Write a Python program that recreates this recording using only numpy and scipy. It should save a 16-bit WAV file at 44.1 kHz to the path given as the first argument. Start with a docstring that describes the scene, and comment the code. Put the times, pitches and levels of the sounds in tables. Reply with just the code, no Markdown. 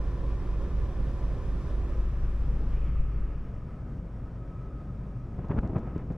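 """Open deck of a ferry

Additive synthesis sums the firing orders of two slow diesels; filtered noise roars as fans and exhaust.
A microphone pair turns from the funnel to the water and merges into one sheltered port, bass first.
At the rail turbulent wind buffets it by noise and pulses; the housing ticks and is knocked once."""
import sys
import numpy as np
from scipy import signal
from scipy.io import wavfile
from scipy.ndimage import uniform_filter1d

SR = 44100
rng = np.random.default_rng(int(sys.argv[2]) if len(sys.argv) > 2 else 0)


def elevation(decibels):
    """Turn decibel levels (scalar or array-like) into linear amplitude ratios."""
    levels = np.asarray(decibels, float)
    return 10 ** (levels / 20)


def put_to_file(sound):
    """Save the sound as 16-bit audio at rate SR, in the file named by the first command-line argument."""
    columns = np.atleast_2d(sound).T  # one column per channel
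    safe = np.clip(columns, -1, 1)
    whole_steps = np.round(safe * 32767)
    wavfile.write(sys.argv[1], SR, whole_steps.astype(np.int16))


N = 272097


def evened(x):
    """Normalisation of power: scales to rms 1."""
    return x / np.sqrt(np.mean(x ** 2) + 1e-20)


def read(points, hz, column):
    """Logarithmic frequency scale: one column of a spectrum table, straight between its points."""
    rows = np.array(points)
    return np.interp(np.log(hz + 1), np.log(rows[:, 0] + 1), rows[:, column])


def curve(points, t, column):
    """Linear interpolation in time: one column of a time table."""
    rows = np.array(points)
    return np.interp(t, rows[:, 0], rows[:, column])


def blend(setting, a, b, c):
    """Linear crossfade through the values of settings 0, 1 and 2, held beyond either end."""
    return a + (b - a) * np.clip(setting, 0, 1) + (c - b) * np.clip(setting - 1, 0, 1)


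def drift(t, low_hz, top_hz):
    """Random modulation of rms 1: slow sines of chance phase, weaker as they quicken."""
    rates = np.geomspace(low_hz, top_hz, num=20)
    return evened(sum(np.sin(2 * np.pi * (f * t + rng.random())) / np.sqrt(f) for f in rates))


def add(mix, s, sound):
    """Superposition: adds a sound into the mix from time s."""
    part = mix[round(s * SR):][:len(sound)]
    part += sound[:len(part)]


def shaped(x, gain, size):
    """Time-varying filtering: multiplies the short-time spectrum of x by gain(Hz, s)."""
    overlap = size * 3 // 4
    hz, t, z = signal.stft(x, SR, nperseg=size, noverlap=overlap)
    return signal.istft(z * gain(hz[:, None], t), SR, nperseg=size, noverlap=overlap)[1][:N]


# the microphone pair turning away, also read by the roar and the whine:
# (time [s], setting of the hull tones [0-2], setting of the roar [0-2]); beyond 2 it stays at 2
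TURN = [(0, 0.0074, .01), (1.3, 0.01, .01), (1.75, 0.097, 0.0081), (2.1, 1.03, 0.45), (2.75, 1, 0.4),
        (3.1, 1.05, 1.32), (3.33, 1.32, 1.2), (3.5, 1.9, 1.54), (4.2, 2, 2.12), (6.17, 2.4, 7)]
# firing orders of each engine: (multiple of the engine cycle, level [dB rms] in settings 0, 1, 2)
PORT_ORDERS = [(5, -50, -42, -62), (6, -36, -31, -49), (7, -49, -60, -70), (9, -52, -46, -60),
               (10, -50, -50, -64), (11, -52, -47, -65), (13, -32.3, -29.5, -42), (16, -58, -46, -54),
               (18, -51, -52, -58), (24, -61, -50, -53), (30, -54, -55, -50), (33, -60, -52, -56),
               (44, -50.5, -60, -56), (88, -53, -63, -68)]
STARBOARD_ORDERS = [(12, -37.5, -51, -70), (17, -41, -45, -54)]
# steady tones of pumps and fans: (frequency [Hz], level [dB rms] in settings 0, 1, 2)
AUXILIARY_TONES = [(37.5, -45, -43, -56), (74.95, -48, -50, -55), (112.25, -49, -58, -63),
                   (262.2, -59, -65, -72), (398, -56, -64, -72), (564, -64, -72, -80)]
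# (engine cycles a second, crank position at the start [cycles])
PORT_ENGINE, STARBOARD_ENGINE = (4.005, -.004), (3.996, .27)


def hull(waver_db=0.62):
    """Harmonic series: engine orders phase-locked to their cranks, with free tones of pumps and fans."""
    upper_hz, upper_late_s = 300, .26  # tones above this follow the turn later
    t, now = np.arange(0, N, 100) / SR, np.arange(N) / SR
    lines = []
    for engine, orders in [(PORT_ENGINE, PORT_ORDERS), (STARBOARD_ENGINE, STARBOARD_ORDERS)]:
        speed, crank = engine
        lines += [(order * speed, order * crank + .5, db) for order, *db in orders]
    lines += [(hz, rng.random(), db) for hz, *db in AUXILIARY_TONES]
    out = np.zeros(N)
    for hz, start, db in lines:
        setting = curve(TURN, t - upper_late_s * (hz > upper_hz), 1)
        level_db = blend(setting, *db) + waver_db * drift(t, 0.337, 4.6)
        peak = np.interp(now, t, elevation(level_db)) * np.sqrt(2)
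        out += peak * np.sin(2 * np.pi * (hz * now + start))
    return out


def patches(hz, t, patchy_db, swell_db):
    """Random spectral fluctuation [dB]: patches over time and frequency plus a swell of all bands."""
    field = rng.standard_normal((len(t), len(hz))).T
    field = uniform_filter1d(field, size=16, axis=0)
    field = evened(uniform_filter1d(field, size=6, axis=1))
    return patchy_db * field + swell_db * drift(t, 3, 14)


def hiss_swell(hz, t):
    """Amplitude modulation of the treble [dB]: one slow swell, half of it reached at the edge."""
    peak_s, db, half_s, edge_hz = 1.64, 1.6, 0.88, 4900
    return db * np.exp(-((t - peak_s) / half_s) ** 2) * hz ** 2 / (hz ** 2 + edge_hz ** 2)


def brightening(hz, t):
    """Spectral emphasis [dB]: the upper middle brightens at once, fades slowly, then drops."""
    start_s, end_s, fade_s = 2.725, 3.4, .33
    lift_db, centre_hz, octaves = 6.5, 2450, .5
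    band = np.exp(-(np.log2((hz + 1) / centre_hz) / octaves) ** 2)
    return lift_db * band * (t > start_s) * (t < end_s) * np.exp(-abs(t - start_s) / fade_s)


# broad roar, also read by the width: (frequency [Hz], density [dB per Hz] in settings 0, 1, 2,
# density [dB per Hz] of the part unlike in the two ports, before the merging)
ROAR = [(18.6, -58, -40, -71, -61), (34, -68, -61.5, -65, -67), (54, -61, -62, -65, -75),
        (68, -58.5, -53, -66.5, -77), (97, -61, -63.5, -61.5, -82), (128.3, -58, -55.5, -60.5, -86),
        (197.3, -68.5, -70, -67, -88), (350, -72.5, -77.5, -78, -101.5), (512, -78.5, -80.5, -79, -95),
        (860, -84, -89.5, -90, -100), (1185, -82.5, -88, -91, -99), (1390, -87.5, -91, -93, -104),
        (2100, -95.5, -97.5, -102, -105), (2630, -99, -99, -107.5, -109), (3620, -101, -110, -113, -110),
        (4100, -106, -114, -117, -110), (5400, -106, -112, -115, -107), (6440, -112, -118, -119, -111),
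        (8800, -118, -123, -124, -113), (11120, -119, -125, -128, -112), (13200, -128, -132, -135, -122),
        (15500, -135, -142, -141, -131)]
# fuzzy whistles: (centre [Hz], width [Hz], lift [dB] in settings 0, 1, 2, before its factor)
WHISTLES = [(482, 28, 2.5, 0.76, -4.5), (547.6, 54, 3, 1.4, 0), (1015, 50, 3, 0.91, 1.5),
            (1175, 93, 0.5, 2.5, 0), (1266, 51, -1, 6, 9), (1768, 95, 2, 1.4, 0),
            (2460, 250, 1.5, 0.81, 2.5)]
# how far whistles stand out, also read by the whine: (time [s], factor on whistle dB and whine gain)
WHISTLING = [(0, 2.7), (1.9, 2.2), (2.65, 0.49), (2.82, 2), (3.0, 1.5), (3.25, 1.4), (3.45, 0.84),
             (3.75, 1.2), (4.05, 0.39), (4.4, 1.1), (4.55, 1.6), (4.9, 1.45), (5.25, 1.15), (5.6, 0.48),
             (5.9, 1.8), (6.05, 0.6), (6.17, 0.6)]


def roar():
    """Subtractive synthesis: noise filtered into exhaust and fans common to both ports, with whistles."""
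    bass_hz = 150  # finer frequency steps below this

    def colour(hz, t):
        setting = curve(TURN, t, 2)
        db = blend(setting, *(read(ROAR, hz, column=k) for k in (1, 2, 3)))
        for centre, width_hz, *lift in WHISTLES:
            bump = np.exp(-2 * ((hz - centre) / width_hz) ** 2)
            db = db + curve(WHISTLING, t, 1) * blend(setting, *lift) * bump
        db = db + brightening(hz, t) + hiss_swell(hz, t)
        return elevation(db + patches(hz, t, patchy_db=0.68, swell_db=.5))

    bass = shaped(rng.standard_normal(N), lambda hz, t: colour(hz, t) * (hz < bass_hz), size=8192)
    rest = shaped(rng.standard_normal(N), lambda hz, t: colour(hz, t) * (hz >= bass_hz), size=2048)
    return (bass + rest) * np.sqrt(SR / 2)  # white noise to unit power per Hz


# thin tones inside a whistle: (frequency [Hz], level [dB rms] in settings 0, 1, 2, before WHISTLING)
WHINE = [(1265, -89.5, -80.5, -80.5), (1288, -88, -78.5, -73.5)]


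def whine(waver_hz=11, waver_db=3.5):
    """Frequency and amplitude modulation: two wavering tones that come and go with the whistles."""
    t, now, out = np.arange(0, N, 100) / SR, np.arange(N) / SR, np.zeros(N)
    for hz, *db in WHINE:
        level_db = blend(curve(TURN, t, 2), *db) + waver_db * drift(t, 0.38, 2.8)
        level = curve(WHISTLING, t, 1) * elevation(level_db)
        pitch = np.interp(now, t, hz + waver_hz * drift(t, 0.28, 4.5))
        out += np.interp(now, t, level) * np.sqrt(2) * np.sin(2 * np.pi * np.cumsum(pitch) / SR)
    return out


def swing(length):
    """Damped oscillation: the membrane goes out and back, each half cycle lasting length [s]."""
    u = np.arange(0, 6, 1 / (length * SR))
    return 2 * np.sin(np.pi * u) * np.tanh(2 * u) ** 2 * np.exp(-u)


# half cycle of the quick swing and of the slow heave [s], and the heave relative to the swing [dB]
SWING_S, HEAVE_S, HEAVE_DB = 0.00258, 0.0055, -4
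# wind on the port at the rail: (time [s], level of the pressure noise [dB rms])
WIND = [(5.1, -98), (5.25, -65), (5.36, -47), (5.55, -38), (5.78, -38), (5.92, -44), (6.06, -46),
        (6.17, -42)]
# spectrum of the wind: (frequency [Hz], relative level [dB])
WIND_COLOUR = [(15, -65.5), (50, -48), (125, -48), (300, -55), (540, -62), (1100, -75), (2100, -99),
               (2900, -106), (3600, -110), (6000, -128), (16000, -170)]
# wind rustling past the edge of the port: (time [s], level [dB rms])
RUSTLE = [(5.25, -100), (5.4, -62), (5.5, -61), (5.6, -71), (5.67, -59), (5.73, -75), (5.8, -58.5),
          (5.91, -56.5), (5.95, -67), (5.99, -56), (6.02, -61), (6.07, -76), (6.17, -64)]
# spectrum of the rustle: (frequency [Hz], relative level [dB])
RUSTLE_COLOUR = [(400, -13.5), (1000, 9.5), (1600, 1), (2600, -9), (3400, -21.5), (4200, -35), (8000, -53),
                 (16000, -70)]


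def wind(lumpy_db=2.0):
    """Turbulent pressure: lumpy filtered noise, an edge rustle and chance eddies swinging the membrane."""
    gust_s, gust_db, gust_half_s = 2.59, -43.5, 0.15  # an early soft gust, level in rms
    eddies_per_s, eddy_db = 70, 14  # small eddies, at most this far above the level of the wind
    t = np.arange(N) / SR
    lumps = elevation(lumpy_db * evened(uniform_filter1d(rng.standard_normal(N), size=200)))

    def lumpy_noise(table):
        source = rng.standard_normal(N) * lumps
        return evened(shaped(source, lambda hz, _: elevation(read(table, hz, column=1)), size=1024))

    noise, rustle = lumpy_noise(WIND_COLOUR), lumpy_noise(RUSTLE_COLOUR)
    level = elevation(curve(WIND, t, 1)) + elevation(gust_db) * np.exp(-((t - gust_s) / gust_half_s) ** 2)
    # eddies push either way, more often outward
    happens = rng.random(N) < eddies_per_s / SR
    eddies = happens * rng.uniform(-0.44, 1, N) * level * elevation(eddy_db)
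    out = noise * level + rustle * elevation(curve(RUSTLE, t, 1))
    out += signal.oaconvolve(eddies, swing(SWING_S))[:N]
    out += elevation(HEAVE_DB) * signal.oaconvolve(eddies, swing(HEAVE_S))[:N]
    return out + buffets(noise, rustle)


# strong eddies bursting on the port: (time [s], swing gain [dB], puff gain [dB], rasp gain [dB])
BUFFETS = [(5.391, -26, -35.5, -65), (5.446, -26, -47, -57.5), (5.4985, -24, -35, -58),
           (5.505, -20, -38, -55), (5.513, -33, -29, -43), (5.518, -28, -38, -54), (5.541, -26, -41, -59),
           (5.565, -25, -39, -56), (5.575, -32, -38, -52), (5.5835, -22, -30, -43), (5.632, -24, -36, -58),
           (5.647, -24, -33, -57), (5.7, -24.5, -36, -60), (5.733, -25, -42, -62), (5.76, -21, -30, -52),
           (5.767, -22.5, -30, -47), (5.779, -27, -40, -59), (5.875, -34, -41, -63),
           (5.9615, -21, -35, -56), (6.0005, -30, -46, -62), (6.102, -31, -46, -66),
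           (6.1085, -25.5, -38, -57)]


def buffets(noise, rustle, body_hz=450, top_hz=900):
    """Impulse excitation: each eddy swings and heaves the membrane, lets go, and bursts in noise."""
    snap_db, snap_edge_s, snap_s = -6.5, 0.00051, 0.0015  # relative to the swing
    rise_s, fall_s = 0.0044, 0.0058  # of the noise burst
    t, out = np.arange(N) / SR, np.zeros(N)
    puffs = shaped(noise, lambda hz, _: np.hypot(1, hz / body_hz) / np.hypot(1, hz / top_hz), size=1024)
    puffs = evened(puffs)
    # local levelling, so that a burst is never hollow
    puffs = puffs / np.sqrt(uniform_filter1d(puffs ** 2, size=400) + 1e-3)
    rasp = rustle / np.sqrt(uniform_filter1d(rustle ** 2, size=200) + 1e-3)
    u = np.arange(600) / SR
    snap = -np.tanh(u / snap_edge_s) ** 2 * np.exp(-u / snap_s)  # steep edge, slower return
    for s, swing_db, puff_db, rasp_db in BUFFETS:
        add(out, s, elevation(swing_db) * swing(SWING_S))
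        add(out, s - HEAVE_S / 2, elevation(swing_db + HEAVE_DB) * swing(HEAVE_S))
        add(out, s + SWING_S, elevation(swing_db + snap_db) * snap)
        late = t - s - SWING_S / 2
        burst = np.exp(-np.where(late < 0, -late / rise_s, late / fall_s))
        out += (elevation(puff_db) * puffs + elevation(rasp_db) * rasp) * burst
    return out


def knock():
    """Impact response: a sharp crack, a short ring and one low push of the membrane start together."""
    knock_s = 5.5889
    crack_db, crack_s = -24, .00032  # peak level and time to the peak
    ring_hz, ring_db, ring_t60 = 1400, -33, .012
    push_hz, push_db, push_t60 = 58, -12, 0.045
    t, crack, push = np.arange(4000) / SR, np.zeros(N), np.zeros(N)
    add(crack, knock_s, elevation(crack_db) * (t / crack_s) ** 2 * np.exp(2 - 2 * t / crack_s))
    add(push, knock_s, elevation(ring_db - 60 * t / ring_t60) * np.sin(2 * np.pi * ring_hz * t))
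    add(push, knock_s, -elevation(push_db - 60 * t / push_t60) * np.sin(2 * np.pi * push_hz * t))
    return crack, push


# tiny clicks of the housing: (time [s], peak level [dB])
TICKS = [(5.2017, -62), (5.453, -61), (5.4854, -56), (5.5116, -62), (5.676, -53), (5.7839, -53),
         (5.7925, -54), (5.9801, -53), (6.1229, -56), (6.1323, -60)]


def ticks():
    """Impulse response of a band-pass: tiny dry clicks of the housing."""
    band = signal.butter(4, [2190, 7000], "bandpass", fs=SR, output="sos")
    click = signal.sosfilt(band, signal.unit_impulse(300))
    out = np.zeros(N)
    for s, db in TICKS:
        add(out, s, elevation(db) * click / abs(click).max())
    return out


# the ports merge in steps, also read by the width and the lean:
# (time [s], frequency under which they are one from then on [Hz], gain of the width left above [dB])
MERGE = [(0, 5, -2.5), (1.94, 540, -4), (2.52, 940, -5.5), (2.75, 4200, -8), (3.52, 5600, -27)]


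def merging(t, column):
    """Stepwise control: the merging step in force at time t."""
    rows = np.array(MERGE)
    return rows[np.clip(np.searchsorted(rows[:, 0], t, "right") - 1, 0, None), column]


# balance of the pair before the merging: (frequency [Hz], left over right [dB])
PAIR_BALANCE = [(300, 0.3), (1000, 0), (2600, 1), (5500, 8), (9000, -3.5), (13000, -6)]


def width(mid, tilt_hz=300):
    """Interaural difference: unlike noise, level tilt and time lag, removed under the merging edge."""
    lag = 0.92  # samples by which the left port trails the middle and the right one leads
    closing_db = -22  # the width fades toward this, ever faster, between the last two steps

    def kept(hz, t):
        start, end = MERGE[-2][0], MERGE[-1][0]
        closing = np.clip((t - start) / (end - start), 0, 1) ** 3 * (t < end)
        return (hz > merging(t, column=1)) * elevation(merging(t, column=2) + closing_db * closing)

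    def colour(hz, t):
        db = read(ROAR, hz, column=4) + hiss_swell(hz, t)
        return elevation(db + patches(hz, t, patchy_db=3.5, swell_db=0.5))

    def balance(hz, _):  # left-over-right dB as a ratio of side to middle
        return (hz > tilt_hz) * np.tanh(read(PAIR_BALANCE, hz, column=1) * np.log(10) / 40)

    unlike = shaped(rng.standard_normal(N), colour, size=1024) * np.sqrt(SR / 2)
    tilt = shaped(mid, balance, size=1024)
    return shaped(unlike + tilt - lag * np.gradient(mid), kept, size=1024)


def lean(hz, t):
    """Level difference: the pair has the deepest tones louder on the right, then bass leans left."""
    # share of the bass added left and taken right, and the frequency where it ends
    pair_share, pair_hz = -.27, 72
    merged_share, merged_hz = .055, 330
    merged = t > MERGE[1][0]
    return np.where(merged, merged_share * (hz < merged_hz), pair_share * np.maximum(1 - hz / pair_hz, 0))


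def scene():
    """Mid and side superposition: the sum and difference of the port pair give left and right."""
    crack, push = knock()
    mid = hull() + roar() + whine() + wind() + ticks() + crack + push
    side = width(mid) + shaped(mid, lean, size=4096) + 0.2 * crack  # the crack sits partly to the left
    return np.array([mid + side, mid - side]) * signal.windows.tukey(N, .001)


def top_cut(x):
    """Nothing passes above the cut-off."""
    return signal.sosfilt(signal.butter(12, 15720, fs=SR, output="sos"), x)


def record(dry):
    """Signal chain: the finished mix passes through a single last stage."""
    return top_cut(dry)


dry = scene()
out = record(dry)
put_to_file(out)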